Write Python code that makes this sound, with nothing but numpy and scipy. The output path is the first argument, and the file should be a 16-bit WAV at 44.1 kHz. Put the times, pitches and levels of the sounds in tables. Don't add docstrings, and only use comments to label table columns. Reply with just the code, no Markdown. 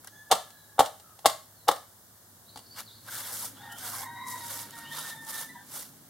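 import sys
import numpy as np
from scipy import signal
from scipy.fft import rfft, irfft, next_fast_len
from scipy.io import wavfile
from scipy.ndimage import uniform_filter1d

SR = 44100
rng = np.random.default_rng(int(sys.argv[2]) if len(sys.argv) > 2 else 0)


def unload_audio(sound):
    columns = np.transpose(np.atleast_2d(sound))
    steps = np.round(np.clip(columns, -1, 1) * 32767)
    wavfile.write(sys.argv[1], SR, steps.astype(np.int16))


def makeup_ratio(level_db):
    decades = np.asarray(level_db, float) / 20
    return 10 ** decades


N = 268569

# frequency in Hz, level in dB per Hz.
AIR_SPECTRUM = [(20, -35), (40, -22), (100, -6), (130, -9.5), (200, -12.5), (480, -17.5), (600, -14.5),
                (1760, -18.5), (2100, -27.5), (2900, -27), (3500, -23), (13000, -17.5), (16000, -20)]
# frequency in Hz, level in dB per Hz.
RUMBLE_SPECTRUM = [(70, -33), (150, -8), (250, -3.5), (350, -12.5), (700, -25.5)]
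# time in seconds, rumble level in dB.
TRAFFIC_LEVEL = [(0, -67), (2.0, -77.5), (2.6, -63), (3.3, -60.5), (4.6, -56), (5.5, -57.5), (6.09, -59)]
# frequency in Hz, likeness from 0 to 1.
AIR_LIKENESS = [(30, .5), (60, 0.8), (240, 0.83), (950, 0.44), (3770, 0.054), (15000, 0.14)]
# frequency in Hz, likeness from 0 to 1.
NEAR_LIKENESS = [(60, 0.82), (240, 0.38), (950, 0.68), (3770, 0.71), (15000, 0.29)]
# time in seconds, firing rate in Hz, level in dB.
ENGINE_CURVE = [(2.8, 109.6, -66.5), (3.7, 122.8, -63), (4.9, 148.9, -63.5), (6.09, 140.8, -67.5)]
# time in seconds, hum level in dB.
HUM_LEVEL = [(0, -70), (2.3, -69.5), (3.2, -62.5), (4.6, -61), (4.9, -74), (6.09, -70)]
# start in seconds, length in seconds, from Hz, to Hz, level in dB.
GLIDING_RINGS = [
    (.066, .024, 1560, 1540, -52),
    (.03, 0.034, 1500, 1400, -59),
    (3.145, 0.054, 3000, 4000, -52),
    (3.215, .065, 3700, 3100, -52),
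    (4.9, .22, 3400, 3800, -54),
    (5.33, .08, 3500, 4000, -50),
    (3.078, .025, 1500, 1500, -43),
    (3.115, 0.077, 1600, 1500, -51),
    (3.43, 0.024, 900, 950, -45.5),
]
# time in seconds, level in dB.
LONE_TICKS = [
    (.0455, -41),
    (.073, -35.5),
    (2.805, -34),
    (3.082, -47),
    (4.708, -40),
    (4.755, -46),
    (4.788, -40),
]
# time in seconds, level in dB.
SWEEP_SNAPS = [(3.0639, -35), (3.1165, -28), (3.146, -27), (3.2695, -32), (3.3314, -32), (3.4084, -23),
               (3.4476, -25), (3.7223, -33), (3.7843, -31), (3.8624, -28), (4.2722, -34), (4.2844, -29),
               (4.4124, -33), (4.4574, -30), (4.575, -25), (4.6044, -32), (4.7795, -33), (4.9154, -38),
               (4.924, -35), (5.2225, -38), (5.2497, -32), (5.2674, -36), (5.2804, -33), (5.2977, -29),
               (5.3438, -29), (5.4014, -28), (5.7195, -33), (5.7534, -31)]
# time in seconds, blow level in dB, gravel rattle in dB.
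CONTACTS = [(0.047, -49.5, -50), (0.077, -50, -44.5), (0.313, -12.5, -15.5), (0.317, -11.5, -19.5),
            (0.3234, -7, -27), (0.328, -14.5, -43.5), (0.352, -28.5, -35.5), (0.504, -49.5, -47.5),
            (0.792, -4.5, -20), (0.7965, -15, -24), (0.8054, -5.5, -26.5), (0.851, -30.5, -37),
            (0.859, -31, -33.5), (0.998, -50.5, -47.5), (1.095, -59.5, -64), (1.19, -45, -46.5),
            (1.257, -3, -15), (1.26, -17, -15), (1.297, -28, -30.5), (1.682, -15, -19), (1.688, -3, -28),
            (1.713, -16, -30.5), (1.716, -31, -39.5), (1.761, -37.5, -41), (1.825, -53, -57),
            (2.559, -36, -43.5), (2.573, -40, -40), (2.59, -44, -47), (4.276, -53, -52)]
# time in seconds, level in dB.
RIM_GRAZES = [
    (.303, -35),
    (.308, -26.5),
    (.782, -27),
    (.786, -29),
    (1.246, -30),
    (1.251, -19),
    (1.674, -37.5),
    (1.678, -20.5),
]
# mode in Hz, level in dB, t60 in seconds.
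POT_MODES = [(505, -14, 0.08), (548, -8.5, 0.06), (628, -3, 0.025), (759, 4.5, 0.025), (824, 3.5, 0.026),
             (1102, 0, 0.035), (1256, -6, 0.02), (1697, -12, 0.024), (2940, -2.5, 0.0073),
             (3590, -5.5, 0.015), (193, -10, 0.082), (292, -13, .07)]
# frequency in Hz, level in dB per Hz.
GRAVEL_SPECTRUM = [(1180, -18), (2000, -5), (2490, -10.5), (2780, -3), (3400, -1), (6310, -7.5),
                   (8330, -4.5), (16000, -16)]
# frequency in Hz, level in dB per Hz.
BOARD_SPECTRUM = [(400, -20), (530, -3), (790, 3), (890, 1), (990, -12.5), (1100, -2.5), (1900, -20),
                  (3000, -30)]
# frequency in Hz, left minus right in dB.
POT_LEAN = [(200, 2), (800, 2), (2400, 0.5), (5000, 1.4), (12000, 4)]
# frequency in Hz, t60 in seconds.
YARD_DECAY = [(200, 0.24), (800, 0.29), (3000, 0.36), (10000, 0.36)]
# frequency in Hz, t60 in seconds.
TREE_DECAY = [(1000, 0.6)]
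# time in seconds, pitch in Hz, effort in dB.
FAR_CROW_CURVE = [(.09, 845, -82), (.12, 850, -77), (.22, 862, -75), (.29, 848, -78), (.45, 850, -79),
                  (.8, 838, -81.5)]
# start in seconds, length in seconds, pitch in Hz, effort in dB, brightness in dB.
HEN_NOTES = [
    (3.595, .15, 816, -49, -8),
    (3.62, .135, 920, -56, 3),
    (3.685, .09, 703, -60.5, 9),
    (3.875, 0.09, 702, -58, 4),
    (4.014, .045, 905, -43.5, -10),
    (5.485, 0.039, 988, -62.5, 14),
    (5.535, .05, 970, -51, -9),
    (3.6, 0.048, 736, -65.5, 7),
]
# start in seconds, length in seconds, top pitch in Hz, effort in dB, brightness in dB.
HOARSE_CALLS = [
    (3.79, 0.1, 750, -60, 6),
    (3.82, .07, 985, -55.5, -6),
    (3.929, .14, 1060, -50, -4),
    (3.9, .14, 800, -55.5, -6),
    (4.06, .14, 780, -63.5, 2),
    (4.148, .23, 1030, -48, -6),
    (4.76, .06, 710, -65.5, 9),
    (5.54, .07, 810, -59.5, 0),
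    (1, 0.15, 650, -81, 15.5),
]
# start in seconds, length in seconds, effort in dB, brightness in dB.
CROW_SURGES = [(4.055, .2, -47.5, -3), (4.245, .155, -48, -3), (4.395, .11, -49, -1.5),
               (4.499, .18, -57, -6), (4.72, 0.18, -53.5, 0), (4.905, .06, -52, 9),
               (4.965, 0.059, -53.5, 4), (5.035, 0.059, -54.5, 6), (5.096, 0.049, -55.5, 13.5),
               (5.14, .085, -49, 1), (5.219, 0.062, -51, -12), (5.265, 0.06, -49.5, 2),
               (5.325, 0.056, -55.5, 14), (5.375, 0.09, -55, 7), (5.471, 0.032, -63, 14),
               (5.516, .12, -68, 13.5)]
# time in seconds, pitch in Hz.
CROW_GLIDE = [(4.05, 940), (4.15, 952), (4.27, 961.3), (4.449, 941), (4.72, 931), (5.1, 902.4),
              (5.461, 892.7), (5.64, 893)]
# start in seconds, length in
# seconds, from Hz, to Hz, level in dB.
BIRD_CHIRPS = [(0.098, 0.12, 6370, 6430, -67), (0.502, .16, 4150, 3840, -69),
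               (1.55, .09, 4500, 3860, -67.5), (2.457, .035, 3780, 3920, -64),
               (2.479, 0.038, 3920, 4670, -51.5), (2.531, 0.053, 4600, 4540, -58),
               (2.655, .02, 4400, 5900, -56), (2.638, 0.057, 4430, 4340, -59),
               (2.694, .055, 4250, 4950, -51.5), (2.74, 0.04, 4900, 5200, -56),
               (2.72, .07, 4250, 4250, -60), (2.485, .035, 3950, 3950, -58), (2.915, .07, 4850, 4500, -64),
               (2.854, 0.049, 4900, 3260, -51.5), (2.893, .04, 3210, 4210, -56.5),
               (2.919, 0.076, 4210, 4280, -61), (3.573, 0.083, 3260, 3800, -56),
               (3.69, 0.097, 2950, 3245, -54), (4.833, 0.098, 2715, 3450, -50),
               (4.92, .13, 3435, 3990, -52)]
# time in seconds, level in dB.
LEG_JOLTS = [
    (0.314, -48),
    (0.793, -28.5),
    (1.256, -37.5),
    (1.688, -50),
    (2.561, -49.5),
]
# full speed from seconds, to seconds, grit level in dB, palm pressure in dB,
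# speed-up and slow-down in dB per second.
HAND_PUSHES = [(2.79, 2.795, -42.5, 7, 450), (3.088, 3.09, -51, 10, 502), (3.128, 3.205, -40.5, 2, 250),
               (3.215, 3.26, -46.5, 2.5, 250), (3.275, 3.3, -43, 2, 200), (3.33, 3.45, -40, -2.5, 300),
               (3.45, 3.48, -43.5, -3, 500), (3.57, 3.692, -65.5, 15, 200),
               (3.726, 3.725, -43.5, -20, 1200), (3.787, 3.86, -45.5, 3, 400),
               (3.851, 4.03, -41, -0.5, 380), (4.285, 4.33, -42, -10, 600), (4.356, 4.467, -47, 1, 200),
               (4.505, 4.604, -41.5, 1.5, 200), (4.64, 4.62, -48.5, 2, 700), (4.668, 4.875, -59, 12, 300),
               (4.788, 4.79, -46.5, -7.5, 496.5), (4.928, 5, -46.5, 7.5, 350), (4.987, 5.1, -43, 3.5, 188),
               (5.293, 5.31, -43, 0.5, 225), (5.347, 5.42, -40.5, 0, 247), (5.755, 5.805, -41, -0.5, 202)]
# frequency in Hz, level in dB per Hz.
GRIT_SPECTRUM = [(3500, -7.5), (5200, 2), (7000, 2.5), (10400, 5.5), (13000, 4.5), (15800, -2),
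                 (17000, -33)]
# frequency in Hz, level in dB per Hz.
COARSE_SPECTRUM = [(1800, -11), (2700, -5.5), (3500, 2.5), (4800, -2.5), (7000, -15.5)]
# frequency in Hz, level in dB per Hz.
SCRAPE_SPECTRUM = [(250, -82), (500, -3.5), (700, -6), (900, -1), (1100, -2), (1450, 0), (1900, -6.5),
                   (2600, -10.5), (4000, -20)]


def evened(x):
    return x / np.sqrt(np.mean(x ** 2) + 1e-20)


def read(points, hz):
    f, value = np.transpose(points)
    return np.interp(np.log(hz + 1), np.log(f + 1), value)


def along(rows):
    s, *columns = np.transpose(rows)
    t = np.arange(round(s[0] * SR), min(round(s[-1] * SR), N))
    fade = signal.windows.tukey(len(t), min(1, 900 / len(t)))
    return t, fade, [np.interp(t / SR, s, c) for c in columns]


def colour(x, spectrum):
    size = next_fast_len(x.shape[-1])
    gain = makeup_ratio(read(spectrum, np.fft.rfftfreq(size, 1 / SR)))
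    return irfft(rfft(x, size) * gain, size)[..., :x.shape[-1]]


def pair(x, other, likeness):
    size = next_fast_len(N)
    c = np.clip(read(likeness, np.fft.rfftfreq(size, 1 / SR)), 0, 1)
    mid = rfft(x, size) * np.sqrt((1 + c) / 2)
    side = rfft(other, size) * np.sqrt((1 - c) / 2)
    return irfft(np.array([mid + side, mid - side]), size)[:, :N]


def wobble(size, hz):
    r = np.exp(-2 * np.pi * hz / SR)
    z = rng.standard_normal((2, size + 4000))
    for _ in range(2):
        z = signal.lfilter([1], [1, -r], z)
    z = evened(z[:, 4000:])
    return z[0] + 1j * z[1]


def partial(hz, db, rough, rough_hz):
    rough = np.clip(rough, 0, 1)
    smear = np.sqrt(1 - rough) + np.sqrt(rough / 2) * wobble(len(hz), rough_hz)
    return np.sqrt(2) * makeup_ratio(db) * (smear * np.exp(2j * np.pi * np.cumsum(hz) / SR)).real


def soft_ends(t, length):
    edge_s = min(0.02, length / 2)
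    return np.sin(np.pi / 2 * np.clip(np.minimum(t, length - t) / edge_s, 0, 1))


def glides(rows, rough, rough_hz):
    out = np.zeros(N)
    for start, length, from_hz, to_hz, db in rows:
        t = np.arange(0, length, 1 / SR)
        hz = from_hz + (to_hz - from_hz) * t / length
        out[round(start * SR):][:len(t)] += soft_ends(t, length) * partial(hz, db, rough, rough_hz)
    return out


def yard(x, decays):
    taps = np.zeros((2, SR // 2))
    at = np.arange(round(0.008 * SR), SR // 2 - 20, 20)
    at = at + rng.integers(0, 20, (2, len(at)))
    np.put_along_axis(taps, at, rng.choice([-1., 1.], at.shape), 1)
    hz, t, z = signal.stft(taps, SR, nperseg=256)
    tail = signal.istft(z * makeup_ratio(-60 * t / read(decays, hz)[:, None]), SR, nperseg=256)[1]
    tail = tail / np.linalg.norm(tail[0])
    return pair(*signal.fftconvolve(x[None], tail, axes=1)[:, :N], NEAR_LIKENESS)


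def air():
    wash = makeup_ratio(-55) * evened(colour(rng.standard_normal((2, N)), AIR_SPECTRUM))
    rumble = evened(colour(rng.standard_normal((2, N)), RUMBLE_SPECTRUM))
    s, db = np.transpose(TRAFFIC_LEVEL)
    swell_db = 1.0 + 2.2 * wobble(N, 4.4).real
    rumble *= makeup_ratio(np.interp(np.arange(N) / SR, s, db) + swell_db)
    return pair(*(wash + rumble), AIR_LIKENESS)


def engine():
    hum_hz = 104.5
    out = np.zeros(N)
    t, _, (db,) = along(HUM_LEVEL)
    out[t] += partial(np.full(len(t), hum_hz), db, 0.19, 6.9)
    t, fade, (hz, db) = along(ENGINE_CURVE)
    orders = partial(hz, db, 0.99, 8.0) + partial(2 * hz, db - 5.0, 1.0, 8.5)
    out[t] += fade * orders
    return out


def gliding_rings():
    return glides(GLIDING_RINGS, 1, 260)


def ticks():
    t60_s = 0.014
    out, t = np.zeros((2, N)), np.arange(600) / SR
    for s, db in LONE_TICKS + [(s, db - 9.0) for s, db in SWEEP_SNAPS]:
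        click = makeup_ratio(db - 60 * t / t60_s) * rng.standard_normal((2, len(t)))
        out[:, round(s * SR):][:, :len(t)] += click
    return pair(*colour(out, GRIT_SPECTRUM), NEAR_LIKENESS)


def contacts():
    rattle_t60_s, shake_t60_s = 0.054, 0.034
    body, rattle, shake = np.zeros((3, N))
    t = np.arange(6000) / SR
    hz, db, t60_s = np.transpose(POT_MODES)[:, :, None]
    thin = signal.butter(3, 400, "high", fs=SR, output="sos")
    for s, blow_db, *gravel_db in CONTACTS + RIM_GRAZES:
        detune = 1 + 0.01 * rng.standard_normal((len(POT_MODES), 1))
        ring = (makeup_ratio(db - 60 * t / t60_s) * np.sin(2 * np.pi * hz * detune * t)).sum(0)
        ring = signal.sosfilt(thin, ring * np.minimum(t / 0.0011, 1))
        at = slice(round(s * SR), round(s * SR) + len(t))
        body[at] -= makeup_ratio(blow_db - 0.5) * ring / abs(ring).max()
        shake[at] += makeup_ratio(blow_db - 60 * t / shake_t60_s)
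        if gravel_db:
            rattle[at] += makeup_ratio(gravel_db[0] - 1 - 60 * t / rattle_t60_s) * np.minimum(t / 0.00029, 1)
    return body, rattle, shake


def knocks():
    body, rattle, shake = contacts()
    grains = rng.standard_normal((2, N)) * makeup_ratio(1.26 * wobble(N, 700).real)
    stones = colour(grains * rattle, GRAVEL_SPECTRUM) / colour(grains, GRAVEL_SPECTRUM).std()
    stones = pair(*stones, NEAR_LIKENESS)
    noise = rng.standard_normal(N)
    boards = colour(noise * shake, BOARD_SPECTRUM) / colour(noise, BOARD_SPECTRUM).std()
    leaning = [colour(body, [(hz, side * db / 2) for hz, db in POT_LEAN]) for side in (1, -1)]
    near = np.array(leaning) + stones + makeup_ratio(-12.0) * boards
    sent = makeup_ratio(-17.0) * body + makeup_ratio(-16.5) * boards + makeup_ratio(-11) * stones.mean(0)
    return near + yard(sent, YARD_DECAY)


def voice(start, hz, effort_db, bright_db, fourth_db, rough, rough_hz):
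    t, sound = np.arange(len(hz)) / SR, 0
    for k, db in zip((1, 2, 4), (0, bright_db, bright_db + fourth_db)):
        flutter_db = 1.5 * wobble(len(hz), 12).real
        level_db = effort_db + db + flutter_db
        sound = sound + partial(k * hz, level_db, rough * k ** 0.5, rough_hz * k ** 0.5)
    return np.pad(sound * soft_ends(t, t[-1]), (round(start * SR), N))[:N]


def fowl():
    fourth_db = -15
    arch_share = 0.04
    clear, hoarse = np.zeros((2, N))
    t, _, (hz, db) = along(FAR_CROW_CURVE)
    clear += voice(t[0] / SR, hz, db, 16, fourth_db, 0.38, 28)
    for start, length, top_hz, db, bright_db in HOARSE_CALLS:
        arch = np.sin(np.pi * (np.arange(0, length, 1 / SR) / length) ** 0.7)
        hz = top_hz * (1 - arch_share + arch_share * arch)
        hoarse += voice(start, hz, db, bright_db, fourth_db, 0.55, 60)
    for start, length, hz, db, bright_db in HEN_NOTES:
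        clear += voice(start, np.full(round(length * SR), hz), db, bright_db, fourth_db, 0.3, 40)
    for start, length, db, bright_db in CROW_SURGES:
        hz = np.interp(start + np.arange(0, length, 1 / SR), *np.transpose(CROW_GLIDE))
        tired_db = -5 - 7 * (start - 4.05)
        clear += voice(start, hz, db, bright_db, tired_db, 0.06, 30)
    return clear + hoarse + yard(makeup_ratio(-5) * clear + hoarse, YARD_DECAY)


def small_birds():
    chirps = glides(BIRD_CHIRPS, 0.5, 115)
    return makeup_ratio(-1.5) * chirps + makeup_ratio(-2.5) * yard(chirps, TREE_DECAY)


def thumps():
    out, t = np.zeros(N), np.arange(5000) / SR
    jolt = 0.3 * np.sin(2 * np.pi * 85 * t)
    jolt += 0.54 * np.sin(2 * np.pi * 130 * t)
    jolt += 1.2 * np.sin(2 * np.pi * 270 * t)
    jolt *= makeup_ratio(-60 * t / 0.092) * np.minimum(t / 0.0014, 1)
    for s, db in LEG_JOLTS:
        out[round(s * SR):][:len(t)] += makeup_ratio(db) * jolt
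    return out


def hand():
    table_db, coarse_db = -9.5, -9.5
    roll_db, roll_db_per_s = -19, 63
    t, power = np.arange(N) / SR, np.zeros((3, N))
    for start, end, db, press_db, slope_db_per_s in HAND_PUSHES:
        outside_s = np.maximum(np.maximum(start - t, t - end), 0)
        push = makeup_ratio(db - slope_db_per_s * outside_s)
        roll = makeup_ratio(db + roll_db - roll_db_per_s * abs(t - end)) * (t > end)
        share = makeup_ratio([[0], [table_db + press_db], [coarse_db + press_db]])
        power += (push ** 2 + roll ** 2) * share ** 2
    return np.sqrt(power)


def patchy(x, patchy_db, size=(9, 5)):
    z = signal.stft(x, nperseg=256)[2]
    patches = rng.standard_normal(z.shape[-2:])
    for axis in (0, 1):
        patches = uniform_filter1d(patches, size[axis], axis)
    y = signal.istft(z * makeup_ratio(patchy_db * evened(patches)), nperseg=256)[1]
    return evened(y[..., :x.shape[-1]])


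def sweep():
    grit, table, coarse = hand()
    burst_db = 1.4 * np.minimum(rng.exponential(1, (5, N)), 4)
    clicks = rng.standard_normal((5, N)) * makeup_ratio(burst_db)
    clicks *= makeup_ratio(0.8 * wobble(N, 25).real + 1.1 * wobble(N, 150).real)
    out = patchy(colour(clicks[:2], GRIT_SPECTRUM), 1.4) * grit * makeup_ratio(2.0)
    out += patchy(colour(clicks[2:4], COARSE_SPECTRUM), 2.9, size=(3, 8)) * coarse
    scrape = patchy(colour(clicks[4], SCRAPE_SPECTRUM), 3.4, size=(2, 10))
    out[0] += scrape * table * makeup_ratio(3.0)
    lean_db = np.interp(np.arange(N) / SR, [3.2, 4.2], [0.3, -1.6])
    return pair(*out, NEAR_LIKENESS) * makeup_ratio([lean_db / 2, -lean_db / 2])


def scene():
    background = air() + engine()
    near = gliding_rings() + ticks() + knocks() + thumps() + sweep()
    return background + near + fowl() + small_birds()


def top_cut(x):
    return signal.sosfilt(signal.butter(12, 16810, fs=SR, output="sos"), x)


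def record(dry):
    b, a = signal.iirnotch(2530, 9, SR)
    notched = 0.04 * dry + 0.96 * signal.lfilter(b, a, dry)
    low_cut = signal.butter(2, 35, "high", fs=SR, output="sos")
    rounded = signal.sosfilt(low_cut, np.tanh(notched))
    top = signal.firwin(255, 16100, window=("kaiser", 8), fs=SR)
    return top_cut(signal.oaconvolve(rounded, top[None], "same"))


dry = scene()
out = record(dry)
unload_audio(out)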